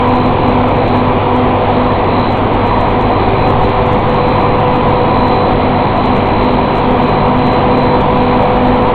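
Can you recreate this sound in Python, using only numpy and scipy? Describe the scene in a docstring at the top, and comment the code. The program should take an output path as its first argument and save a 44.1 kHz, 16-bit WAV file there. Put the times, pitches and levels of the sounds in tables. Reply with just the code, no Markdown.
"""Factory hall machines

Big motor-driven machines drone as the microphone is carried slowly past. Mains hum, beating fan
tones, gear and shaft tones and a speed controller's swelling 4 kHz whine stand in a reverberant
roar of air and gears. The din overloads the narrow-band recorder, which flattens the peaks, ticks
and mirrors the whine into a flutter. A faint treble sizzle flickers on the loudest peaks."""
import sys
import numpy as np
from scipy import signal
from scipy.fft import rfft, irfft
from scipy.io import wavfile
from scipy.ndimage import uniform_filter1d

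SR = 44100
rng = np.random.default_rng(int(sys.argv[2]) if len(sys.argv) > 2 else 0)


def store_wav(level_fs):
    """Save 16-bit WAV to argv[1]."""
    pcm = np.round(np.clip(np.atleast_2d(level_fs), -1, 1) * 32767)
    wavfile.write(sys.argv[1], SR, pcm.T.astype(np.int16))


N = 394254
TIME_S = np.arange(N) / SR

# Table levels are relative; the functions set the gains.
# roar spectrum, body and treble: (frequency [Hz], density [dB])
ROAR_BODY = [(10, 5), (30, -5), (65, -2.5), (100, -5), (127, 1), (160, -3), (182, -3), (220, 2),
             (320, -1.5), (400, -1.76), (580, -2.5), (750, 0), (860, -1.5)]
ROAR_TREBLE = [(1000, -1), (1130, -5), (1260, -10.5), (1430, -16.5), (1700, -18), (2170, -17.5),
               (2350, -15.5), (2480, -16.5), (2600, -21), (3300, -22.5), (3700, -25), (4000, -26)]
# roar along the walk: (time [s], level [dB], extra bass [dB])
ROAR_LEVELS = [(0, -12.5, 0), (1.7, -12, -2), (2.4, -12.5, -1), (3.5, -12, -0.5), (4.3, -11.5, 0.5),
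               (5.6, -12, -0.5), (6.8, -12, -1), (7.8, -12, 0), (8.94, -11.5, -1.5)]
# hum across standing waves: (time [s], 100 Hz level [dB], 200 Hz level [dB], 300 Hz level [dB])
HUM_LEVELS = [(0, -19, -40.5, -33.5), (2.9, -19.5, -32, -40.5), (3.6, -19, -27, -34.5),
              (4.5, -21, -26, -31.5), (7, -22.5, -24, -33.5), (8.94, -23.5, -22, -35)]
# fan blade tones: (time [s], slower fan [dB], faster fan re slower [dB])
BLADE_LEVELS = [(0.0, -17.5, -3.5), (1.82, -20, -2.5), (2.28, -23.5, -8.5), (2.98, -22.5, -9),
                (3.8, -29.5, -7.5), (5.0, -22.5, -6), (5.78, -20.5, -3.5), (7.9, -18.5, -4),
                (8.94, -18.5, -1)]
# slower fan's octave: (time [s], level [dB])
OCTAVE_LEVELS = [(0.0, -24), (0.58, -29), (0.8, -23), (0.98, -28), (1.84, -21.5), (2.4, -35), (2.84, -23),
                 (3.1, -33), (3.45, -23), (3.62, -22), (5.05, -22), (5.17, -28.5), (5.33, -19.5),
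                 (5.6, -31.5), (6.6, -26.5), (7.25, -27), (7.7, -23), (8.0, -22), (8.94, -21)]
# gear mesh tones: (lower [Hz], upper [Hz])
MESH_HZ = [947, 995.1]
# gear whine: (time [s], lower tone [dB], upper tone [dB])
MESH_LEVELS = [(0.0, -26.5, -26), (0.98, -38.5, -32), (1.16, -34, -30), (2.14, -37, -32.5),
               (2.84, -25.5, -36.5), (3.78, -35.5, -35.5), (4.52, -30.5, -24.5), (6.3, -27, -28),
               (8.94, -26.5, -29)]
# belt drone: (time [s], level [dB])
BELT_LEVELS = [(0.0, -27), (1.86, -26), (2.44, -40.5), (3.98, -25), (6.76, -27.5), (6.98, -23.5),
               (8.94, -26.5)]
# other shafts, belts and gears: (frequency [Hz], level [dB])
DRIVE_TONES = [(13.1, -43), (29.3, -40), (37.6, -34.5), (40.2, -32), (45.9, -29.5), (52.8, -36),
               (75.8, -38), (91.9, -34.5), (116.8, -32), (234.1, -35), (388.2, -30), (394, -39),
               (482.8, -38), (484.4, -31), (734.1, -34), (740.2, -34.5), (746.6, -29), (752.9, -33),
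               (853.6, -42), (915.7, -39.5), (1319.7, -44.5), (1380.6, -50), (1566.7, -49), (1598.5, -60),
               (1939, -49), (2032.5, -46), (2904, -54)]
# whine across standing waves: (start [s], length [s], drive frequency multiple, crest [dB])
WHINE_SWELLS = [(0.046, 0.3, 1, -36), (0.357, 0.24, 1, -38.5), (0.605, 0.42, 1, -40.5), (1.7, 0.33, 1, -42),
                (1.815, 0.21, 1, -39.5), (2.006, 0.4, 1, -35), (2.5, 0.43, 1, -38.5), (3, 0.33, 1, -36.5),
                (3.334, 0.21, 1, -33), (3.55, 0.22, 1, -40), (4.07, 0.47, 1, -36.5), (4.45, 0.2, 1, -37.5),
                (4.643, 0.22, 1, -39), (4.9, 0.19, 1, -37.5), (5.044, 0.52, 1, -31.5),
                (5.52, 0.18, 1, -36.5), (5.701, 0.25, 1, -36.5), (5.903, 0.3, 1, -35.5),
                (6.13, 0.47, 1, -34.5), (6.482, 0.41, 1, -36), (6.923, 0.42, 1, -34),
                (7.347, 0.33, 1, -31.5), (7.667, 0.39, 1, -31), (8.002, 0.67, 1, -37.5),
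                (8.396, 0.56, 1, -38), (0.0, 0.35, 3, -41.5), (0.698, 0.4, 3, -43.5),
                (1.492, 0.55, 3, -40.5), (2.071, 0.3, 3, -35.5), (2.848, 0.28, 3, -42),
                (3.6, 0.3, 3, -39.5), (4.102, 0.45, 3, -41.5), (4.748, 0.87, 3, -43.5),
                (5.53, 0.42, 3, -39.5), (5.802, 0.61, 3, -39.5), (6.268, 0.38, 3, -36),
                (6.725, 0.2, 3, -39), (7.01, 0.26, 3, -40.5), (7.236, 0.42, 3, -41), (8.05, 0.43, 3, -43.5),
                (0.0, 0.45, 5, -49), (1.9, 0.13, 5, -43.5), (3.4, 0.24, 5, -45), (4.798, 0.45, 5, -41.5),
                (6.301, 0.57, 5, -48), (7, 0.72, 5, -45.5), (8, 0.48, 5, -43.5), (3.5, 0.28, 11, -42.5)]
# whine lines ringing in the hall: (drive frequency multiple, level [dB])
WHINE_ECHOES = [(1, -50), (3, -50), (5, -52.5), (7, -52.5), (9, -52.5), (11, -53.5), (13, -55), (15, -56.5)]
# overload ticks: (time [s], level [dB])
OVERLOAD_TICKS = [(0.0836, -42), (0.157, -40), (0.2004, -46), (0.26, -41), (0.487, -41), (0.6873, -43),
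                  (0.7662, -46), (0.8849, -42), (0.97, -40), (1.3643, -39), (1.8434, -47), (2.2009, -44),
                  (2.3276, -40.5), (2.3735, -42), (2.5431, -41.5), (2.6745, -41), (2.812, -38.5),
                  (2.9068, -44), (3.0116, -41), (3.504, -38), (3.641, -41), (3.6955, -42), (3.7489, -49),
                  (3.8664, -40), (3.932, -38), (3.9918, -43), (4.0975, -41), (4.143, -41), (4.2856, -42),
                  (4.4129, -44.5), (4.5999, -45), (4.7576, -43), (4.8938, -46), (5.2076, -49),
                  (5.2804, -41), (5.3527, -45), (5.9717, -44), (6.0591, -39), (6.1674, -41), (6.2692, -44),
                  (6.4448, -42), (6.5261, -44), (6.7575, -40), (6.779, -39), (6.9177, -45), (7.0409, -42),
                  (7.0894, -41), (7.3861, -45), (7.4704, -41), (7.533, -40.5), (7.7794, -43), (7.8344, -43),
                  (8.01, -42), (8.1698, -47), (8.2287, -46), (8.43, -43), (8.6777, -47), (8.7594, -43)]
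# faint treble sizzle spectrum: (frequency [Hz], density [dB])
SIZZLE_SPECTRUM = [(4900, -17), (5300, -3), (8000, -5.5), (10500, -0.5), (13500, -8.5), (15500, -5)]


def gain_of(db):
    """Decibels to amplitude."""
    return 10 ** (np.asarray(db) / 20)


def unit_power(x):
    """Scale to RMS 1."""
    return x / np.sqrt(np.mean(abs(x) ** 2) + 1e-20)


def curves(rows):
    """One per-sample curve for each column after time."""
    times_s, *columns = np.transpose(rows)
    return [np.interp(TIME_S, times_s, column) for column in columns]


def drift(rate_hz):
    """Slow noise near RMS 1, rolling off above rate_hz."""
    points, grid_hz = 2048, 200
    hz = np.fft.rfftfreq(points, 1 / grid_hz)
    spectrum = rfft(rng.standard_normal(points)) / (1 + (hz / rate_hz) ** 4)
    return np.interp(TIME_S * grid_hz, np.arange(points), unit_power(irfft(spectrum)))


def tone(hz, waver, rate_hz):
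    """Unit-power sine; shifting hall echoes make its level and phase waver."""
    phase = 2 * np.pi * (hz * TIME_S + rng.random()) + waver * drift(rate_hz)
    return unit_power((1 + waver * drift(rate_hz)) * np.sin(phase))


def low_pass(x, hz, taps):
    """Zero-delay FIR low-pass; more taps, steeper edge."""
    return signal.oaconvolve(x, signal.firwin(taps, hz, window=("kaiser", 9), fs=SR), "same")


def roar(gain_db=0.49, patch_db=1.0, bass_hz=300):
    """Air and gear noise blurred by the hall, with faint drifting patches; bass varies with place."""
    frames, hz = N // 1024 + 5, np.fft.rfftfreq(4096, 1 / SR)
    real, imag, patches = rng.standard_normal((3, frames, len(hz)))
    patches = uniform_filter1d(patches, size=5, axis=0)
    patches = unit_power(uniform_filter1d(patches, size=25, axis=1))
    knots_hz, knots_db = np.transpose(ROAR_BODY + ROAR_TREBLE)
    colour_db = np.interp(np.log(hz + 1), np.log(knots_hz), knots_db)
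    spectra = (real + 1j * imag) * gain_of(colour_db + patch_db * patches)
    noise = unit_power(signal.istft(spectra.T, nperseg=4096, noverlap=3072)[1][:N])
    level_db, bass_db = curves(ROAR_LEVELS)
    extra_bass = (gain_of(bass_db) - 1) * low_pass(noise, bass_hz, taps=1001)
    return gain_of(level_db + gain_db) * (noise + extra_bass)


def hum(mains_hz=50, gain_db=-1.3):
    """Motor iron buzzes at even multiples of the mains frequency."""
    return sum(gain_of(db + gain_db) * tone(2 * k * mains_hz, waver=0.043, rate_hz=1.3)
               for k, db in enumerate(curves(HUM_LEVELS), start=1))


def fans(blade_hz=249.9, octave_hz=497.7, blade_gain_db=-1.4, octave_gain_db=3.5):
    """Two fans' blade tones beat, slowing as their speeds converge; an octave swells and fades."""
    first_dip_s, beat_hz, slowing_hz_per_s = 0.36, 2.388, 0.0115
    since_s = TIME_S - first_dip_s
    beats = beat_hz * since_s - 0.5 * slowing_hz_per_s * since_s ** 2
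    slip = np.pi * (beats + 0.5) + 0.06 * drift(1.5)
    phase = 2 * np.pi * (blade_hz * TIME_S + rng.random())
    slower_db, relative_db = curves(BLADE_LEVELS)
    faster = gain_of(relative_db + 0.5 * drift(3.1)) * np.sin(phase + slip)
    pair = np.sqrt(2) * (np.sin(phase - slip) + faster)
    octave_db = curves(OCTAVE_LEVELS)[0] + octave_gain_db
    octave = gain_of(octave_db) * tone(octave_hz, waver=0.2, rate_hz=7.0)
    return gain_of(slower_db + blade_gain_db) * pair + octave


def gears(gain_db=2.0):
    """Two gear meshes whine just under 1 kHz, coming and going with microphone position."""
    return sum(gain_of(db + gain_db) * tone(hz, waver=0.23, rate_hz=4.2)
               for hz, db in zip(MESH_HZ, curves(MESH_LEVELS)))


def drives(belt_hz=145.2, gain_db=1.5):
    """Shafts at slightly different speeds beat against each other over a belt's drone."""
    belt = gain_of(curves(BELT_LEVELS)[0]) * tone(belt_hz, waver=0.08, rate_hz=0.91)
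    shafts = sum(gain_of(db) * tone(hz, waver=0.4, rate_hz=0.91) for hz, db in DRIVE_TONES)
    return gain_of(gain_db) * (belt + shafts)


def controller_whine(switch_hz=4000, drive_hz=32.27, swell_gain_db=0.6, echo_gain_db=-0.5):
    """Odd sidebands below the switching rate trill roughly in step, swelling over a faint echo."""
    overlap_s, roundness = 0.004, 0.8
    whine = np.zeros(N)
    drive_wander = 0.45 * drift(0.9)
    for multiple, echo_db in WHINE_ECHOES:
        swell = np.zeros(N)
        for start_s, length_s, swell_multiple, crest_db in WHINE_SWELLS:
            if swell_multiple == multiple:
                span_s = [start_s - overlap_s, start_s + length_s + overlap_s]
                arch = abs(np.sin(np.pi * np.interp(TIME_S, span_s, [0, 1]))) ** roundness
                swell = np.maximum(swell, gain_of(crest_db + swell_gain_db) * arch)
        hz = switch_hz - multiple * drive_hz
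        phase = 2 * np.pi * hz * TIME_S - multiple * drive_wander + 0.45 * drift(1.5)
        echo = gain_of(echo_db + echo_gain_db) * tone(hz, waver=0.55, rate_hz=2.5)
        whine += np.sqrt(2) * swell * np.cos(phase) + echo
    return whine


def sizzle(excess, rms_db=-67.5, flicker_db=3.5):
    """A faint treble sizzle flickers on the loudest peaks."""
    knots_hz, knots_db = np.transpose(SIZZLE_SPECTRUM)
    colour_db = np.interp(np.fft.rfftfreq(N, 1 / SR), knots_hz, knots_db)
    hiss = irfft(rfft(rng.standard_normal(N)) * gain_of(colour_db), N)
    fast = abs(uniform_filter1d(excess, size=30))
    slow = abs(uniform_filter1d(excess, size=900))
    bursts = np.sqrt(fast + 0.28 * slow)
    flicker = gain_of(flicker_db * np.tanh(drift(25)))
    return gain_of(rms_db) * unit_power(hiss * bursts * flicker)


def ticks(gain_db=8, rattle_db=-11, spread_s=0.0086, low_hz=4900, high_hz=9800):
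    """Bright overload snaps at listed times, each in a short dense rattle of weaker ones."""
    clicks = np.zeros(N)
    for time_s, db in OVERLOAD_TICKS:
        scatter, strength = rng.standard_normal((2, 24))
        rattle_at = np.clip((time_s + spread_s * scatter) * SR, 0, N - 1).astype(int)
        clicks[round(time_s * SR)] += gain_of(db + gain_db)
        clicks[rattle_at] += gain_of(db + gain_db + rattle_db) * strength
    band = low_pass(clicks, high_hz, taps=25) - low_pass(clicks, low_hz, taps=101)
    return np.sqrt(SR / (high_hz - low_hz)) * band


def scene():
    """All machines at the moving microphone, mono."""
    return (roar() + hum() + fans() + gears() + drives() + controller_whine())[None]


def record(dry):
    """The input clips and is band-limited; a leaky smoothing filter passes the band's mirror image."""
    ceiling, sampling_hz, band_hz, top_hz = 0.7, 8000, 4850, 15800
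    clipped = np.clip(dry[0], -ceiling, ceiling)
    narrow = low_pass(clipped, sampling_hz / 2, taps=6001)
    mirrored = narrow * (1 + 2 * np.cos(2 * np.pi * sampling_hz * TIME_S))
    smoothed = low_pass(mirrored, sampling_hz / 2, taps=91)
    body = low_pass(smoothed, band_hz, taps=401)
    treble = sizzle(abs(dry[0] - clipped)) + ticks()
    return low_pass(body + treble, top_hz, taps=511)[None]


dry = scene()
out = record(dry)
store_wav(out)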